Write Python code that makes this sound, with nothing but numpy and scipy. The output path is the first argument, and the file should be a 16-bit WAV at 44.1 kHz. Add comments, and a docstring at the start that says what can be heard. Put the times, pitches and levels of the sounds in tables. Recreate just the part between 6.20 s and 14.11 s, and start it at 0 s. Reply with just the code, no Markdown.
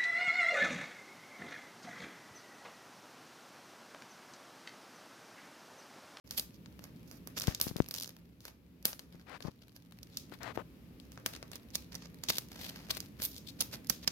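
"""The low murmur of a quiet house comes first, with wavering hums and faint hiss, then scratches and snaps. Two
stag beetles wrestle on a looped carpet, close to a hand-held stereo microphone. Jaws and armour snap and creak
as they slip: short noise bursts coloured like shell, with a short room tail. Claws drag through the pile:
showers of tiny random snags over a fizz of noise. A finger now and then bumps (dying sines) and rubs (rough
noise) the casing beside the left port, and clicks on it once near 3.2 s."""
import sys
import numpy as np
from scipy import signal
from scipy.fft import rfft, irfft
from scipy.io import wavfile

SR = 44100
rng = np.random.default_rng(int(sys.argv[2]) if len(sys.argv) > 2 else 0)


def dump(signal):
    """Clip the signal to [-1, 1] and save it as 16-bit WAV at the path in sys.argv[1]."""
    limited = np.clip(np.atleast_2d(signal).T, -1, 1)
    pcm = np.round(limited * 32767).astype(np.int16)
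    wavfile.write(sys.argv[1], SR, pcm)


N = 348831  # length in samples, about 7.9 s


def amp(db):
    """Turns decibels into a plain factor."""
    return 10 ** (np.asarray(db) / 20)


def evened(x):
    """Scales a sound to an average (RMS) level of one."""
    return x / np.sqrt(np.mean(x ** 2) + 1e-20)


def read(points, hz):
    """Reads a table of (Hz, value) at any frequency, evenly along the musical scale."""
    f, value = np.transpose(points)
    return np.interp(np.log(hz + 1), np.log(f), value)


def over_time(points, s):
    """Reads a table of (second, value) at any moment."""
    return np.interp(s, *np.transpose(points))


def left_right(db):
    """Splits a level difference in dB into a factor for each port; positive favours the left."""
    return amp(db * np.array([[.5], [-.5]]))


def add(mix, s, sound):
    """Lays a sound into the mix at s seconds."""
    part = mix[:, max(round(s * SR), 0):][:, :sound.shape[1]]
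    part += sound[:, :part.shape[1]]


def drift(size, per_s):
    """A smooth random wander of unit size, with per_s new turns a second."""
    knots = rng.standard_normal(4000)
    return evened(np.interp(np.arange(size) * per_s / SR, np.arange(4000), knots))


def coloured(x, gain_db):
    """Filters without sounding ahead of time; gain_db is a function of frequency."""
    log_gain = np.log(amp(gain_db(abs(np.fft.fftfreq(1024, 1 / SR)))))
    taps = np.fft.ifft(np.exp(np.conj(signal.hilbert(log_gain)))).real  # minimum phase
    return signal.fftconvolve(x, taps[None], axes=1)


def tilted(spectrum, body_db, bright_db):
    """Heavy contacts shake the whole body; fine tips excite the treble."""
    tilt = [(1700, body_db), (3500, 0.027), (6800, 0.033), (10500, bright_db)]
    return lambda hz: read(spectrum, hz) + read(tilt, hz)


def placed(x, energy, pan_db):
    """Shares a sound's energy between the two ports."""
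    unit = x / np.linalg.norm(x, axis=1, keepdims=True)
    return unit * evened(left_right(pan_db)) * np.sqrt(energy)


# Colour of the house murmur. Each row: frequency in Hz, strength in dB per Hz (only the shape counts).
MURMUR_SPECTRUM = [(20, -26), (40, -11.5), (62, 1.5), (86, -5), (130, -4), (270, -3), (350, -12),
                   (500, -16), (720, -26.5), (1500, -29.5), (2600, -30.5), (4800, -34.5), (8500, -44),
                   (13000, -33.5), (16000, -41)]
# Loudness of the murmur over time. Each row: time in seconds, level in dB before a fixed lift.
MURMUR_LEVEL = [(0.0, -59), (0.57, -55.5), (1.45, -55), (2.3, -62.5), (2.75, -59), (3.55, -62.5),
                (4.08, -56), (6.3, -55), (7.0, -54.5), (7.91, -54)]
# How alike the murmur is at both ports. Each row: frequency in Hz, likeness (1 is the same, 0 is unrelated).
MURMUR_LIKENESS = [(60, 0.96), (290, 0.81), (640, 0.59), (1400, 0), (15000, 0)]
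# Which port hears more murmur. Each row: frequency in Hz, left over right in dB.
MURMUR_SIDE = [(60, -0.5), (1300, -2), (2400, 9.5), (4400, -0.5), (8000, 3.5), (15000, -0.5)]
# Low hums in the room. Each row: frequency in Hz, level in dB relative to the murmur, before wavering.
HUMS = [(70, -19), (118, -11.5), (172, -8)]


def air(lift_db=1):
    """The low murmur of the house, alike at both ports in the bass, with wavering hums and faint hiss."""
    hz, t = np.fft.rfftfreq(N, 1 / SR), np.arange(N) / SR
    left, other = rfft(rng.standard_normal((2, N)))
    same = np.clip(read(MURMUR_LIKENESS, hz), -1, 1)
    right = same * left + np.sqrt(1 - same ** 2) * other
    shape = amp(read(MURMUR_SPECTRUM, hz)) * left_right(read(MURMUR_SIDE, hz))
    murmur = evened(irfft(np.array([left, right]) * shape, N))
    hum = np.zeros(N)
    for f, db in HUMS:
        tone = np.sin(2 * np.pi * f * t + 0.62 * drift(N, 7.9))
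        hum += amp(db) * evened(tone * (1 + 0.79 * drift(N, 6.8)))
    return amp(lift_db + over_time(MURMUR_LEVEL, t)) * (murmur + hum)


# How long the room rings. Each row: frequency in Hz, time to fall by 60 dB in seconds.
ROOM_DECAY = [(200, 0.13), (1300, 0.29), (4000, 0.29), (9000, 0.27), (15000, 0.2)]
# Tone of the room's answer. Each row: frequency in Hz, gain in dB (only the shape counts).
ROOM_COLOUR = [(200, 16.5), (600, 11.5), (1500, 9), (5000, 2), (8000, 4), (13500, 6), (16000, 11.5)]


def room(x, build_s=0.0092):
    """A small furnished room: scattered reflections build up, then fade, with the middle lasting longest."""
    n = SR // 2
    hits = rng.random((2, n)) < 6000 / SR  # about 6000 reflections a second
    build = np.clip(np.arange(n) / SR / build_s, 0, 1) ** 2
    reflections = rng.standard_normal((2, n)) * hits * build
    hz, t, z = signal.stft(reflections, SR, nperseg=256)
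    fade_db = read(ROOM_COLOUR, hz)[:, None] - 60 * t / read(ROOM_DECAY, hz)[:, None]
    tail = signal.istft(z * amp(fade_db), SR, nperseg=256)[1]
    both_ports = x.sum(0)[None] / np.sqrt(2)
    return signal.fftconvolve(both_ports, tail / np.linalg.norm(tail[0]), axes=1)[:, :N]


# Finger knocks on the casing. Each row: time in seconds, peak level in dB before the final filters, pitch in Hz.
KNOCKS = [(1.2824, -13, 114), (1.4687, -22.5, 214), (1.5132, -27.5, 167), (1.5616, -23, 191),
          (1.586, -33, 416), (1.6033, -8, 237), (2.9484, -39, 179), (3.2516, -25.5, 142), (3.258, -31, 168),
          (3.2837, -25.5, 183), (4.1234, -33, 374), (4.3758, -16.5, 486)]


def finger_knocks(damping=3.6, edge=0.26, low_cut=0.67, casing=0.051, casing_hz=150, casing_s=0.0093):
    """Each knock is a sine that dies within a cycle or so, sharpened at its start."""
    out, t = np.zeros((1, N)), np.arange(2500) / SR
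    casing_ring = casing * np.sin(2 * np.pi * casing_hz * t) * np.exp(-t / casing_s)
    for s, db, hz in KNOCKS:
        cycles = hz * t
        thud = np.sin(2 * np.pi * cycles) * np.exp(-damping * cycles)
        thud += edge * np.cos(2 * np.pi * cycles) * np.exp(-5 * cycles)
        thud += casing_ring  # the casing rings on briefly
        thud = signal.lfilter(*signal.butter(1, low_cut * hz, "high", fs=SR), thud)
        thud = signal.lfilter(*signal.butter(2, 1300 + 4.5 * hz, fs=SR), thud)  # soft skin dulls the blow
        add(out, s - 0.16 / hz, amp(db) * thud[None] / abs(thud).max())
    return out


# Finger slides on the casing. Each row: start in seconds, loudest moment in seconds, end in seconds,
# level in dB before swell and grain, pitch as a factor on the skin spectrum.
RUBS = [(3.062, 3.155, 3.18, -45, 1.04), (3.239, 3.279, 3.3, -44.5, 0.47),
        (4.118, 4.109, 4.16, -48.5, 0.88), (4.203, 4.28, 4.328, -39.5, 0.92),
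        (4.371, 4.398, 4.424, -38.5, 0.57)]
# Colour of skin on the casing. Each row: frequency in Hz, strength in dB per Hz (only the shape counts).
SKIN = [(40, -13), (200, -5.5), (700, 2), (1200, 0), (2200, -2.5), (3000, -9.5), (4500, -14), (7000, -25),
        (15000, -36.5)]


def finger_rubs(grain_db=1.0):
    """Skin friction is rough noise that swells and fades with the finger's force."""
    out = np.zeros((1, N))
    for start, top, end, db, pitch in RUBS:
        t = np.arange(start, end, 1 / SR)
        grain = amp(grain_db * drift(len(t), 403))
        force = np.interp(t, [start, top, end], [0, 1, 0]) ** 0.47 * grain
        rough = rng.laplace(size=(1, SR // 4))
        skin = evened(coloured(rough, lambda hz: read(SKIN, hz / pitch))[:, :len(t)])
        add(out, start, amp(db) * force * skin)
    return out


def finger(leak_db=-23):
    """Knocks and rubs travel through the casing, nearly all to the left port."""
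    return (finger_knocks() + finger_rubs()) * amp([[0], [leak_db]])


# Colour of claws in carpet pile. Each row: frequency in Hz, strength in dB per Hz (only the shape counts).
PILE = [(60, -5.5), (250, -2), (700, -4.5), (1200, -8), (1900, -5), (3000, -2.5), (4600, 0.5), (6400, -5.5),
        (7700, -12), (9800, -8), (12700, -1), (15500, -11), (16500, -36)]
# How hard the legs push; the stray taps use it too. Each row: time in seconds, push in dB.
SHOVING = [(0, -14), (1.0, -10), (1.85, 2.5), (2.1, -11.5), (2.55, -26.5), (2.9, -7.5), (3.8, -5),
           (4.6, -15), (5.2, -3), (7.9, 1)]


def feet(ticks_per_s=70, spread_db=5.0, level_db=-67.0):
    """Faint ticks of claws shifting in the loops, louder while the beetles shove."""
    busy_db = over_time(SHOVING, np.arange(N) / SR)
    sizes = amp(spread_db * np.minimum(rng.exponential(1, N), 4))
    ticks = sizes * (rng.random(N) < ticks_per_s / SR)
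    fading = signal.lfilter([1], [1, -np.exp(-1 / (0.0014 * SR))], ticks)  # each fades over 1.4 ms
    rustle = fading * rng.standard_normal((2, N))
    return amp(level_db + busy_db) * evened(coloured(rustle, tilted(PILE, 3.7, -1.3))[:, :N])


# How much later the right port hears the beetles. Each row: time in seconds, lag in seconds.
LAG = [(0, 0.00015), (3.5, 0.00017), (5.2, 0.00011), (6.2, .00014), (7.2, 0.00014), (7.7, 0.000077)]


def ports(x, s):
    """One sound as it reaches the two ports from where the beetles are at time s."""
    hz = np.fft.rfftfreq(len(x), 1 / SR)
    turn = np.exp(-2j * np.pi * hz * over_time(LAG, s))
    return np.array([x, irfft(rfft(x) * turn, len(x))])


# Strokes of claws through the pile and along shells. Each row: start in seconds, end in seconds,
# level in dB before port colour, body in dB, brightness in dB, left over right in dB.
SCRAPES = [(0.067, 0.166, -60.5, 3, -4, -10), (0.168, 0.198, -34, -8, 2.5, 0),
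           (0.338, 0.366, -63.5, -12, -7, -6), (0.612, 0.696, -61.5, 12, -2, -8),
           (0.87, 0.98, -65.5, -9, -2, -21), (1.167, 1.186, -38.5, 0, -9, -4),
           (1.195, 1.262, -55, 1, -16, -10), (1.27, 1.326, -46, 13, 0, 3), (1.474, 1.5, -47, 2.5, -3, -1),
           (1.735, 1.858, -59, 7, 2, -1), (2.237, 2.31, -56.5, 5, -2, -2), (2.924, 3.018, -65.5, 9, -6, 0),
           (3.215, 3.29, -55.5, -3, -8, -1), (3.414, 3.44, -62.5, 1, -6, 4),
           (3.55, 3.581, -57.5, 0.5, -0.5, -3), (3.909, 3.965, -64, -4, -10, 2),
           (4.12, 4.155, -55, 3, -3, 10), (4.345, 4.365, -50, 12, -3, 1),
           (5.127, 5.175, -50.5, 2.5, -6.5, -1), (5.328, 5.374, -52.5, 1, -3, 10),
           (5.541, 5.56, -40, -7.5, -5, -1), (5.717, 5.76, -50, 3.5, -7, -6.5),
           (5.813, 5.873, -55.5, 3, -13, -5), (6.091, 6.11, -30, -5.5, -7, -7.5),
           (6.104, 6.18, -44.5, -7, -3, 3), (6.31, 6.4, -53, 4.5, -4, -1),
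           (6.4, 6.501, -46, -0.5, -2.5, 1.5), (6.501, 6.704, -55, 7, -5, -0.5),
           (6.702, 6.711, -30, -2.5, -4.5, 1.5), (6.729, 6.78, -48, 0, -4, 2), (6.823, 6.862, -60, 9, 5, 2),
           (6.988, 7.025, -52, 8, -3, 0.5), (7.015, 7.064, -35, -11, 9, 3), (7.109, 7.189, -54, -16, 0, 0),
           (7.263, 7.308, -49, -20, -6, 8), (7.385, 7.404, -58, 4, -3, 2), (7.405, 7.423, -36, -4, -3, -1),
           (7.523, 7.559, -44, 1, -4.5, -2.5), (7.824, 7.847, -51, -1.5, -8, 0)]


def scrapes(strokes, snags_per_s=1000, spread_db=4.5, fizz=0.22, clump_db=4.5, lead_s=0.0091,
            release_s=0.0013):
    """A stroke is a clumped shower of tiny snags over the fizz of sliding fibres; it builds up and lets go."""
    out, t = np.zeros((2, N)), np.arange(-SR // 25, SR // 2) / SR
    for start, end, db, body_db, bright_db, pan_db in strokes:
        length = max(end - start, .004)
        sizes = amp(spread_db * np.minimum(rng.exponential(1, (3, len(t))), 4))
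        sizes = sizes * rng.choice([-1, 1], sizes.shape)
        snags = sizes * (rng.random(sizes.shape) < snags_per_s / SR)
        snags = snags + fizz * rng.standard_normal(sizes.shape)
        lead = lead_s * np.sqrt(length / 0.08)  # long strokes start more gently
        build_up = np.minimum(t - lead, 0) / lead
        let_go = np.maximum(t - length + release_s, 0) / release_s
        force = np.exp(build_up - let_go) * amp(clump_db * drift(len(t), 220.9))
        # one shower reaches both ports, two more belong to one port each
        push = (ports(snags[0], start) + snags[1:]) * force
        sound = coloured(push, tilted(PILE, body_db, bright_db))
        add(out, start + t[0], amp(db) * placed(sound, length * SR, pan_db))
    return out


def crack(s, t, rise_s, fall_s, ring_s):
    """A slip gathers for an instant, breaks, and leaves the shell buzzing; its spectrum is broad and fairly even."""
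    swell = np.exp(np.minimum(t, 0) / rise_s - np.maximum(t, 0) / fall_s)
    buzz = .07 * np.exp(np.minimum(t, 0) / (5 * rise_s) - np.maximum(t, 0) / ring_s)
    z = rfft(swell * rng.standard_normal(len(t)))
    snap = irfft(z / (abs(z) + 1e-9) ** .75, len(t))  # flattens most of the spectrum's bumps
    return ports(snap / np.linalg.norm(snap), s) + buzz * rng.standard_normal((2, len(t)))


# Colour of a struck shell. Each row: frequency in Hz, strength in dB per Hz (only the shape counts).
SHELL = [(60, -11.5), (200, -14.5), (550, -4), (850, -12), (1150, -8.5), (2000, -9), (2600, -3.5),
         (3400, 0), (4900, 5.5), (6400, 3), (7800, -5), (9800, -1.5), (12500, 2.5), (15500, -4),
         (17000, -27)]


def clicks(slips, rise_s=0.00015, fall_s=0.00024, ring_s=0.0027, detune=0.0077):
    """Slips ring the shell; returns the direct sound and what spreads into the room."""
    direct, feed, t = np.zeros((2, N)), np.zeros((2, N)), np.arange(-132, 636) / SR
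    energy = SR / 500  # levels count over 2 ms
    for s, db, body_db, bright_db, pan_db, room_db in slips:
        shell = tilted(SHELL, body_db, bright_db)
        size = np.exp(detune * rng.standard_normal())
        sound = coloured(crack(s, t, rise_s, fall_s, ring_s), lambda hz: shell(hz * size))
        add(direct, s + t[0], amp(db) * placed(sound, energy, pan_db))
        pulse = coloured(np.ones((2, 1)), shell)
        add(feed, s, amp(db + room_db) * placed(pulse, energy, 0))
    return direct, feed


def jolts(slips, thump_hz=195, decay_s=0.0029, level_db=-17):
    """Slips jolt the heavy bodies against the floor; loud slips with much body thump hardest."""
    out, t = np.zeros((2, N)), np.arange(3000) / SR
    thump = np.sin(2 * np.pi * thump_hz * t) * np.exp(-t / decay_s)
    for s, db, body_db, *_ in slips:
        add(out, s, amp(db + level_db + body_db / 2) * thump[None])
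    return out


def small_slips(times, levels_db, body_db, spread_db=2, bright_db=-4, colour_db=4.0, sway_db=8, room_db=-14.5):
    """Each small slip lands on a new spot, with its own force, colour and side; in the columns of SNAPS."""
    rows = []
    for s, db, chance in zip(times, levels_db, rng.standard_normal((len(times), 4))):
        force, body, tip, side = chance
        rows.append((s, db + spread_db * force, body_db + colour_db * body,
                     bright_db + colour_db * tip, sway_db * side, room_db))
    return rows


def stray_slips(count=20, level_db=-54, follows=0.54, body_db=6):
    """Light taps of legs on armour come at random, oftener and harder while the beetles shove."""
    t = np.linspace(0, N / SR, 800)
    busy_db = over_time(SHOVING, t)
    due = np.cumsum(amp(busy_db))
    at = np.searchsorted(due, due[-1] * (np.arange(count) + rng.random(count)) / count)
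    return small_slips(t[at], level_db + follows * busy_db[at], body_db)


# Jaws under load creak in runs of small slips. Each row: start in seconds, end in seconds,
# number of slips, average level in dB, average body in dB.
CREAKS = [(1.175, 1.246, 7, -34.5, 4), (1.481, 1.496, 2, -40, -12), (1.609, 1.663, 2, -46, 11),
          (1.744, 1.849, 9, -37.5, -1), (1.849, 1.914, 3, -46, 8)]


def creak_slips(jitter=.2):
    """A loaded jaw sticks and slips at an uneven pace."""
    rows = []
    for start, end, count, db, body_db in CREAKS:
        turns = np.arange(round(count)) + .5 + jitter * rng.standard_normal(round(count))
        times = start + (end - start) * turns / len(turns)
        rows += small_slips(times, np.full(len(turns), db), body_db)
    return rows


# Snaps of jaws and armour, and near 3.2 s one click of a finger on the casing. Each row: time in seconds, level
# over 2 ms in dB before port colour, # body in dB, brightness in dB, left over right in dB, share sent to the
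# room in dB.
SNAPS = [(0.1097, -32.5, 4, -1, 1, -6.5), (0.1966, -25, 0.5, 2.5, 3, -13.5), (0.46, -48.5, 11, -18, 5, -13),
         (0.593, -47, 15, 0, 8, -16), (0.6407, -43, 10, -1, -4, -13), (0.9133, -45, 14, 1, -6, -4),
         (1.0736, -38.5, 15, 2.5, -5, -11), (1.1731, -37.5, 15, -3, -7, -8), (1.221, -32, 4, -2, 0, -5.5),
         (1.272, -29.5, 4, -7, 3, -3.5), (1.3484, -29.5, -8, -10, -0.5, -12.5), (1.4006, -33, 13, 2, 3, -8),
         (1.4137, -19.5, -1, 5, 0.5, -7), (1.5664, -35.5, 8, -1, 4, -5.5), (1.687, -38.5, 12, 7, -5, -18),
         (1.711, -32.5, 5.5, 1, 0.5, -10.5), (1.741, -32, -4, -2, -4, -5), (1.7855, -35, -2, -2, 4, -22),
         (1.8261, -32.5, -15, 0.5, 12, -11), (2.206, -51.5, 0, -2, 4, -3), (2.2533, -39, 10, -2.5, 0, -9),
         (2.627, -53, 1, 3, -2, -19), (2.6545, -17, 6, 6, 4, -10), (2.731, -38, 16, -11, 3, -29),
         (2.7938, -38, 10, -3.5, 8, -13.5), (3.2057, -43, 20.5, -3, 26, -9), (3.723, -49, 11, -2, 25, -12),
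         (3.8311, -43, 5.5, -3, -2, -16), (3.9719, -28.5, -8.5, -4.5, 1, -10.5),
         (4.2323, -41, -6, -6, -2, -10), (4.8, -47.5, -4, -8, 21, -11), (4.9199, -49, 9, -2, -1, -4),
         (4.976, -43, 22, -15, 0, -9), (5.062, -23, 10, 1, 3.5, -13), (5.151, -41, 11, -10, 11, -13),
         (5.2279, -39, 18, -8, 4, -12.5), (5.3167, -42, 11.5, -2, -6, -7.5), (5.3568, -39, 11, 1, -8, -29),
         (5.555, -25, -1, -4.5, -6, -14), (5.7526, -34.5, -10, -7.5, -5, -13),
         (6.0376, -32.5, 5.5, -7, -4, -10), (6.0873, -26.5, 1, -12, 7, -26), (6.098, -25.5, 5, 18, 18, -22),
         (6.1023, -22.5, 8.5, -11, 14, -26), (6.1839, -24, 3.5, 0.5, 0.5, -16),
         (6.7126, -27, -7, -4, 14, -21), (6.7707, -31.5, 11, 7, 12, -21),
         (6.8041, -33.5, 1, -6.5, -4.5, -13), (7.0204, -32, 1.5, -6, 0, -3), (7.052, -30, -9, 5, -8, -13),
         (7.1646, -41.5, -4, -6, 3, -3), (7.4069, -24, -4, -10, -8, -13.5),
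         (7.4102, -20.5, -5.5, 11, 7, -16.5), (7.671, -44, -10, 4, 0, -21),
         (7.6984, -19, -2.5, -3, -31, -13), (7.7021, -24, 21.5, 13, 27, -25),
         (7.877, -17.5, 3, -14.5, -5, -18.5)]


def snap_slips(rebound_s=.0042, rebound_db=-18.5):
    """A snapped jaw catches again: each snap is a slip and its weaker rebound, in the columns of SNAPS."""
    waits = rebound_s * np.exp(.2 * rng.standard_normal(len(SNAPS)))
    rebounds = [(s + wait, db + rebound_db, *colour) for (s, db, *colour), wait in zip(SNAPS, waits)]
    return list(SNAPS) + rebounds


def grazes(before_s=0.0055, after_s=0.0087, graze_db=-26, tip_db=-2):
    """The short stroke of shell on shell around each snap, in the columns of SCRAPES."""
    return [(s - before_s, s + after_s, db + graze_db, body_db / 2, bright_db / 2 + tip_db, pan_db / 2)
            for s, db, body_db, bright_db, pan_db, _ in SNAPS]


# The two ports have their own resonances. 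Each row: frequency in Hz, left over right in dB.
PORT_COLOUR = [(500, 2.5), (2000, 2), (3100, 12.5), (4000, 10.5), (4800, -4), (6500, -16.5), (7700, 0),
               (9600, 1), (11400, -10), (15000, -2)]


def port_colour(x):
    """Each port favours its own bands of the near sound."""
    side = left_right(read(PORT_COLOUR, np.fft.rfftfreq(N, 1 / SR)))
    return irfft(rfft(x) * side / np.sqrt(np.mean(side ** 2, axis=0)), N)


def scene(scrape_room_db=-10):
    """The beetles and their room, the hand, the background."""
    slips = snap_slips() + creak_slips() + stray_slips()
    snaps, feed = clicks(slips)
    scratching = scrapes(list(SCRAPES) + grazes()) + feet()
    beetles = port_colour(snaps + scratching) + jolts(slips)
    return beetles + room(feed + amp(scrape_room_db) * scratching) + finger() + air()


def record(dry, low_cut_hz=48, edge_hz=16500):
    """The microphone opens after a moment and sheds the deepest bass; then the treble ends at edge_hz."""
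    opened = np.clip((np.arange(N) / SR - .04) / .005, 0, 1)
    low_cut = signal.butter(3, low_cut_hz, "high", fs=SR, output="sos")
    thinned = signal.sosfilt(low_cut, dry * opened)
    band_limit = signal.firwin(255, edge_hz, window=("kaiser", 9), fs=SR)
    return signal.oaconvolve(thinned, band_limit[None], "same")


dry = scene()
out = record(dry)
dump(out)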